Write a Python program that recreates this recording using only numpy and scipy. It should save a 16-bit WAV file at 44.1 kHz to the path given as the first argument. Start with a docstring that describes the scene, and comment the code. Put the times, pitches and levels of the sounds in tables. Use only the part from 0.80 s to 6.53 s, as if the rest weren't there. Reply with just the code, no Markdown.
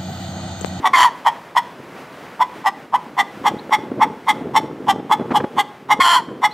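"""A quiet garden, the microphone facing a hen close by, in front of her wooden coop. She opens with a cluck
and a long, harsh squawk, then runs on in short clucks, each a low rattle that snaps to a higher pitch.
Pulses from her syrinx ring her throat and beak; the coop and a wall throw the sound back. From about
halfway, puffs of wind buffet the microphone harder and a small bird chirps far off.
Near the end come a second squawk, a last cluck and one more distant chirp."""
import sys
import numpy as np
from scipy import signal
from scipy.fft import rfft, irfft
from scipy.io import wavfile
from scipy.ndimage import uniform_filter1d

SR = 44100
rng = np.random.default_rng(int(sys.argv[2]) if len(sys.argv) > 2 else 0)


def log_audio(samples):
    """Write samples as a 16-bit WAV file to the path given in sys.argv[1]."""
    # one column per channel
    frames = np.atleast_2d(samples).T
    # limit to full scale, then quantise
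    limited = np.clip(frames, -1, 1)
    pcm = np.round(limited * 32767).astype(np.int16)
    wavfile.write(sys.argv[1], SR, pcm)


N = 252693
TIME = np.arange(N) / SR

# the hen's clucks; mouth_factor scales the throat's resonance frequencies:
# middle_s, level_db, pitch_hz, mouth_factor, second_resonance_db, treble_db
HEN_CLUCKS = [(.062, -10, 390, 1.035, -.5, -3.5), (.476, -8, 469.4, .971, -0.5, -1.5),
              (.778, -9, 482.3, .983, .5, 0), (1.620, -9, 494, 1, -6.5, -6),
              (1.874, -11.5, 399.3, 0.98, -1, -2.5), (2.151, -10, 502, 0.98, -9, -8.5),
              (2.399, -10.5, 404.3, 1.009, 0.5, -.5), (2.672, -10, 408.5, 1.02, 0, -1),
              (2.938, -9.5, 424.3, 1.03, 2.5, -.5), (3.228, -7.5, 445, 1.019, -0.5, -6.5),
              (3.497, -9.5, 425, 1.04, 3.5, 1), (3.770, -8.5, 430.5, 1.017, -2, 0.5),
              (4.100, -9.5, 404.8, 0.975, -5, 0), (4.326, -8.5, 421.7, 1.031, -7.5, -2.5),
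              (4.564, -10.5, 410.3, .997, -11.5, -0.5), (4.796, -11, 412.4, 1.012, -1.5, 1.5),
              (5.120, -8.5, 420, 1.026, 2.5, 0), (5.649, -9, 422.2, 1.024, 3.5, .5)]
# her squawks: start_s, time_to_flip_s, release_s, level_db, cry_boost_db, rasp_hz, flip_hz,
# roughness_share, second_resonance_db, between_resonance_db, treble_db
HEN_SQUAWKS = [(.129, 0.12, .046, -9.8, 1.4, 348, 535, .7, -1, -0.5, -4.5),
               (5.197, 0.16, .055, -11.5, 4, 357.7, 550, .52, -2, 3, -.5)]
# throat and beak, half open; first resonance, second, one between them, then the treble:
# centre_hz, width_hz, level_db
CLUCK_RESONANCES = [(938.6, 285, 1), (1973, 186, -6), (1380, 540, -19.5), (3231.5, 445, -13.5),
                    (4170, 360, -25.5), (5440, 266, -20.5), (6590, 330, -28), (7920, 950, -30),
                    (11100, 3400, -36.5)]
# the same, wide open: centre_hz, width_hz, level_db
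SQUAWK_RESONANCES = [(1010, 288, 0.5), (1896, 250, -6.5), (1445, 100, -5.5), (3140, 270, -6),
                     (4250, 680, -16.5), (5600, 460, -22.5), (6500, 320, -20.5), (7540, 450, -21),
                     (9980, 3800, -29.5)]
# first reflections at the microphone: delay_s, level_db
YARD_ECHOES = [(.0034, -21.5), (.0093, -20.5), (.019, -19)]
# how long the yard rings: frequency_hz, t60_s
YARD_DECAY = [(200, 0.01), (900, 0.47), (2000, 0.52), (5000, 0.5), (14000, 0.45)]
# colour of that ring: frequency_hz, level_db
YARD_SPECTRUM = [(200, 3), (900, -14.5), (2000, -20), (4000, -17.5), (14000, -24)]
# wind on the microphone: time_s, level_db
WIND_LEVEL = [(0, -36), (.7, -54), (1.05, -42), (1.35, -53), (2.42, -37), (2.54, -45), (2.66, -27.5),
              (2.84, -38), (3.03, -30), (3.3, -29), (3.44, -43), (3.55, -26.5), (3.85, -27.5), (3.95, -33),
              (4.18, -25.5), (4.28, -35), (4.43, -27), (4.62, -26), (4.68, -39), (4.76, -28), (4.97, -52),
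              (5.14, -30), (5.3, -43), (5.52, -28), (5.72, -43)]
# colour of the wind: frequency_hz, relative_density_db
WIND_SPECTRUM = [(30, -47), (70, -22), (130, -5.5), (260, 0), (470, -4), (700, -15), (1500, -26),
                 (4000, -56), (12000, -87)]
# sharp buffets on the microphone: middle_s, level_db, half_length_s, brightness_db
WIND_BUFFETS = [(0.999, -32.5, .012, 1), (2.743, -21, .01, -16), (2.896, -21.5, .005, 3),
                (3.194, -21.5, .0128, 1), (3.66, -23.5, .008, 0), (4.399, -15.5, 0.0048, 3.5),
                (4.417, -19.5, .02, 2), (4.518, -15.5, .018, 22), (4.606, -19, .012, 16),
                (4.645, -15, .012, 9), (5.194, -19, .008, 0), (5.49, -24.5, .006, 5)]
# the distant bird: start_s, level_db, start_hz, end_hz, length_s
BIRD_CHIRPS = [(2.782, -43, 3720, 4456, .024), (5.702, -43.5, 3700, 4490, 0.0373)]
# colour of the garden air: frequency_hz, relative_density_db
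GARDEN_SPECTRUM = [(30, -24.5), (80, -12), (160, 0.5), (300, 0.5), (560, 0), (1000, -2.5), (2000, -7),
                   (4000, -19), (8000, -28.5), (15000, -33.5)]
# level of the garden air: time_s, level_db
GARDEN_LEVEL = [(0, -40.5), (1.5, -39), (5, -45.5)]

# a cluck lasts a set number of cycles of its pitch, so higher ones are shorter
ATTACK_CYCLES, HOLD_CYCLES, RELEASE_CYCLES, MIDDLE_CYCLES = 10, 9.43, 9.4, 15.03
ATTACK_CURVE = .9  # under 1 the swell comes late
ONSET_DB, NOTE_DB, SHUT_DB = -26.5, -.72, -22.5
LEAP_CYCLES, LEAP_WIDTH_CYCLES = 11.8, .6  # when the rattle leaps to the note, and how fast
RATTLE_PITCH, RATTLE_CLIMB, CLUCK_SAG = .42, .27, .07  # shares of the note's pitch
RATTLE_ROUGH, SHUT_ROUGH = .22, .44  # roughness added before and after the note
RATTLE_DULL_DB, SHUT_DULL_DB = -8.5, -11  # upper resonances before and after the note
FIRST_ROUGH, CLEARING_PER_S = .582, .07  # the voice clears as the run goes on

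# a squawk opens with a clear, loud cry, the beak wide
SQUAWK_ATTACK_S, SQUAWK_ONSET_DB, SQUAWK_END_DB = .0076, -24, -18
CRY_S, CRY_FADE_S, CRY_TREBLE_DB = .0219, .003, -7.5
CRY_ROUGH = .416  # share of the rasp's roughness
GAPE, GAPE_S, GAPE_FADE_S = .082, .037, .0055  # extra mouth opening, how long it is held, how fast it goes
RING_AT_S, RING_S, RING_DB = .022, .01, 10.5  # the second resonance flares in the cry
CATCH_AT_S, CATCH_S, CATCH_DB = .037, .012, -3.5  # the voice catches as it breaks into the rasp
RASP_SAG_HZ_PER_S, RASP_MOUTH = 170, .985  # the rasp sinks in pitch, the beak a little narrower
# it ends with a flip to a high, clear note that slides down as the beak shuts
FLIP_S, FLIP_HOLD_S, FLIP_ROUGH, FLIP_GAPE = .00185, .012, .26, .068
FLIP_DB, FLIP_SECOND_DB, FLIP_TREBLE_DB = 1.6, -9, -3.5
END_SHUT, END_SAG, END_TREBLE_DB = .15, .22, -6
END_ROUGH, END_SECOND_DB = .6, 3  # the dying note frays, and its second resonance returns


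def cluck(middle_s, db, pitch_hz, mouth, second_db, treble_db):
    """A dull rattle swells, leaps to a bright, pitched note and shuts. Returns start time and sound."""
    cycles = np.arange(0, ATTACK_CYCLES + HOLD_CYCLES + RELEASE_CYCLES, pitch_hz / SR)
    opening = ramp(cycles, 0, ATTACK_CYCLES)
    closing = ramp(cycles, ATTACK_CYCLES + HOLD_CYCLES, RELEASE_CYCLES)
    note = step(cycles, LEAP_CYCLES, LEAP_WIDTH_CYCLES)
    rattle = 1 - note
    level_db = db + ONSET_DB * (1 - opening) ** ATTACK_CURVE + NOTE_DB * note + SHUT_DB * closing
    hz = pitch_hz * (rattle * (RATTLE_PITCH + RATTLE_CLIMB * opening) + note * (1 - CLUCK_SAG * closing))
    rough = FIRST_ROUGH - CLEARING_PER_S * middle_s + RATTLE_ROUGH * rattle + SHUT_ROUGH * closing
    dull_db = RATTLE_DULL_DB * rattle + SHUT_DULL_DB * closing
    mouth = np.full(len(hz), mouth)
    sound = voice(CLUCK_RESONANCES, level_db, hz, rough, mouth, second_db + dull_db, treble_db + dull_db)
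    return middle_s - MIDDLE_CYCLES / pitch_hz, sound


def squawk(start_s, flip_at_s, release_s, db, cry_db, rasp_hz, flip_hz, rasp_rough,
           second_db, between_db, treble_db):
    """A clear cry breaks into a sagging rasp, then flips to a high note that falls and fades."""
    t = np.arange(0, flip_at_s + release_s, 1 / SR)
    cry = 1 - step(t, CRY_S, CRY_FADE_S)
    gaping = 1 - step(t, GAPE_S, GAPE_FADE_S)
    ring = np.exp(-((t - RING_AT_S) / RING_S) ** 2)
    catch = np.exp(-((t - CATCH_AT_S) / CATCH_S) ** 2)
    flip = step(t, flip_at_s, FLIP_S)
    closing = ramp(t, flip_at_s, release_s)
    note = flip * (1 - closing)
    attack_db = SQUAWK_ONSET_DB * (1 - ramp(t, 0, SQUAWK_ATTACK_S))
    fade_db = SQUAWK_END_DB * ramp(t, flip_at_s + FLIP_HOLD_S, release_s - FLIP_HOLD_S)
    level_db = db + attack_db + fade_db + cry_db * cry + CATCH_DB * catch + FLIP_DB * flip
    hz = (1 - flip) * (rasp_hz - RASP_SAG_HZ_PER_S * t) + flip * flip_hz * (1 - END_SAG * closing)
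    rough = rasp_rough * (1 - cry - flip + CRY_ROUGH * cry) + FLIP_ROUGH * note + END_ROUGH * closing
    mouth = RASP_MOUTH + GAPE * gaping + FLIP_GAPE * flip - END_SHUT * closing
    second_db = second_db + RING_DB * ring + FLIP_SECOND_DB * note + END_SECOND_DB * closing
    treble_db = treble_db + CRY_TREBLE_DB * cry + FLIP_TREBLE_DB * flip + END_TREBLE_DB * closing
    throat = [(centre, width, peak_db + between_db * (k == 2))
              for k, (centre, width, peak_db) in enumerate(SQUAWK_RESONANCES)]
    return start_s, voice(throat, level_db, hz, rough, mouth, second_db, treble_db)


def voice(throat, level_db, pitch_hz, rough, mouth, second_db, treble_db, jitter=.095, breath=.54,
          puff_cycles=.23, hiss=.65, shimmer_db=4, flutter_db=2.5, throb_db=4, low_cut_hz=740):
    """Uneven pulses of the syrinx, each with a puff of air, ring the throat."""
    count, rough = len(pitch_hz), np.clip(rough, 0, 1)
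    cycles = np.cumsum(pitch_hz * (1 + jitter * rough * wander(count, hz=260))) / SR
    samples_from_pulse = ((cycles + .5) % 1 - .5) * SR / pitch_hz
    pulses = np.sinc(.75 * samples_from_pulse) * np.sqrt(SR / pitch_hz)
    pulses *= gain_of(rough * shimmer_db * wander(count, hz=199))
    airflow = np.exp(-(cycles % 1) / (puff_cycles + rough))  # rough folds never quite close
    puffs = evened(airflow * rng.standard_normal(count))
    # about every third pulse is deeper
    throb = throb_db * np.sin(2 * np.pi * cycles / 3 + 2 * wander(count, hz=45))
    sound = np.zeros(count)
    for k, (hz, width, db) in enumerate(throat):
        air = breath * rough + hiss * hz / (hz + 3500) * (k > 2)  # the high resonances are breathier
        drive = (pulses + air * puffs) / np.hypot(1, air)
        lift_db = rough * throb if k == 0 else second_db if k == 1 else treble_db
        trade_db = flutter_db * rough * wander(count, hz=130)  # in a rasp, energy jumps between resonances
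        sound += gain_of(db + lift_db + trade_db) * resonate(drive, hz * mouth, width)
    sound = signal.sosfilt(signal.butter(6, low_cut_hz, "high", fs=SR, output="sos"), sound)
    power = uniform_filter1d(sound ** 2, size=500)
    steady = sound / np.sqrt(abs(power) + 1e-12)
    return gain_of(level_db) * steady * signal.windows.tukey(count, .04)  # air pressure sets the loudness


def resonate(x, hz, width_hz):
    """One steep throat resonance of gain 1 that follows the curve hz."""
    carrier = np.exp(2j * np.pi * np.cumsum(hz) / SR)
    lowpass = signal.butter(2, width_hz / 2, fs=SR, output="sos")
    return 2 * (carrier * signal.sosfilt(lowpass, x / carrier)).real


def scatter(call, ring_s=.0012, above_hz=3600):
    """Near surfaces smear each pulse, rippling the treble anew for each call as the head moves."""
    t, count = TIME[:SR // 150], 2 * len(call)
    hz = np.fft.rfftfreq(count, 1 / SR)
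    smear = rfft(rng.standard_normal(len(t)) * np.exp(-t / ring_s), count) / np.sqrt(ring_s * SR / 2)
    share = hz ** 4 / (hz ** 4 + above_hz ** 4)
    ripple = np.sqrt(1 - share) + np.sqrt(share) * smear
    ripple /= np.sqrt(uniform_filter1d(abs(ripple) ** 2, size=count // 40))  # broad bands keep their energy
    return irfft(rfft(call, count) * ripple)[:len(call)]


def yard(x, taps_per_s=3000):
    """Ground and coop reflect first; a thin tail follows, ringing for about half a second."""
    build_up = np.clip(TIME[:SR] / .013 - .5, 0, 1)
    taps = rng.standard_normal(SR) * (rng.random(SR) < taps_per_s / SR) * build_up
    hz, t, spectrum = signal.stft(taps, SR, nperseg=256)
    t60 = read(YARD_DECAY, hz)[:, None]
    decay = np.exp(-np.log(1000) * t / t60) * np.sqrt(np.log(1e6) / t60)
    spectrum = spectrum * gain_of(read(YARD_SPECTRUM, hz)[:, None]) * decay
    response = signal.istft(spectrum, SR, nperseg=256)[1] / np.linalg.norm(taps)
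    for delay_s, db in YARD_ECHOES:
        add(response, delay_s, gain_of(db) * np.array([.25, .5, .25]))
    return signal.fftconvolve(x, response)[:N]


def wind(trim_db=-1, lumps_db=3.5, bright_hz=1100):
    """Lumpy turbulence right on the microphone; the hardest buffets reach higher up."""
    eddies = evened(rng.standard_normal(N) * gain_of(lumps_db * wander(N, hz=90.2)))
    out = gain_of(follow(WIND_LEVEL) + trim_db) * coloured(eddies, WIND_SPECTRUM)
    for middle_s, db, half_s, bright_db in WIND_BUFFETS:
        count = 2 * int(half_s * SR)
        puff = np.pad(np.hanning(count) * rng.standard_normal(count), count)
        colour = [(hz, level + bright_db * hz ** 2 / (hz ** 2 + bright_hz ** 2))
                  for hz, level in WIND_SPECTRUM]
        add(out, middle_s - 3 * half_s, gain_of(db) * coloured(puff, colour) / np.sqrt(8))
    return out


def bird(waver=.032):
    """A small bird, far from the microphone, gives short rising whistles."""
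    out = np.zeros(N)
    for start_s, db, start_hz, end_hz, length_s in BIRD_CHIRPS:
        count = int(length_s * SR)
        hz = np.linspace(start_hz, end_hz, count) * (1 + waver * wander(count, hz=300))
        whistle = np.sin(2 * np.pi * np.cumsum(hz) / SR)
        add(out, start_s, gain_of(db) * 2 * np.hanning(count) * whistle)
    return out


def garden(drift_db=1.6):
    """Behind it all, a soft, slowly drifting wash of far sounds."""
    level_db = follow(GARDEN_LEVEL) + drift_db * wander(N, hz=5.6)
    return gain_of(level_db) * coloured(rng.standard_normal(N), GARDEN_SPECTRUM)


def gain_of(db):
    """Decibels to a factor."""
    return 10 ** (np.asarray(db) / 20)


def evened(x):
    """Scales to rms 1."""
    return x / np.sqrt(np.mean(x ** 2) + 1e-20)


def read(points, hz):
    """Reads a curve on a log-frequency axis."""
    f, value = np.transpose(points)
    return np.interp(np.log(hz + 1), np.log(f + 1), value)


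def follow(points):
    """Reads a level curve at every sample of the scene."""
    return np.interp(TIME, *np.transpose(points))


def add(mix, start_s, sound):
    """Mixes a sound in at start_s."""
    part = mix[max(round(start_s * SR), 0):][:len(sound)]
    part += sound[:len(part)]


def coloured(x, points):
    """Gives x a spectrum, at rms 1."""
    hz = np.fft.rfftfreq(len(x), 1 / SR)
    return evened(irfft(rfft(x) * gain_of(read(points, hz)), len(x)))


def wander(count, hz):
    """Random drift, mostly slower than hz, at rms 1."""
    f = np.fft.rfftfreq(count, 1 / SR)
    return evened(irfft(rfft(rng.standard_normal(count)) / (1 + (f / hz) ** 4), count))


def ramp(t, start, length):
    """Rises in a straight line from 0 to 1."""
    return np.clip((t - start) / length, 0, 1)


def step(t, at, width):
    """A smooth switch from 0 to 1."""
    return .5 + .5 * np.tanh((t - at) / (2 * width))


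def scene():
    """Everything lies straight ahead of the microphone; only the treble spreads a little."""
    hen = np.zeros(N)
    calls = [cluck(*row) for row in HEN_CLUCKS] + [squawk(*row) for row in HEN_SQUAWKS]
    for start_s, call in calls:
        add(hen, start_s, scatter(call))
    birds = hen + bird()
    mid = birds + yard(birds) + wind() + garden()
    highpass = signal.butter(2, 6500, "high", fs=SR, output="sos")
    side = gain_of(-14) * signal.sosfilt(highpass, np.roll(mid, shift=40))
    return np.array([mid + side, mid - side])


def record(dry, ceiling=.89, edge_hz=15800):
    """The highest peaks are rounded off, then the top of the treble is cut."""
    rounded = dry / (1 + (dry / ceiling) ** 8) ** (1 / 8)
    lowpass = signal.firwin(511, edge_hz, window=("kaiser", 9), fs=SR)
    return signal.oaconvolve(rounded, lowpass[None], "same")


dry = scene()
out = record(dry)
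log_audio(out)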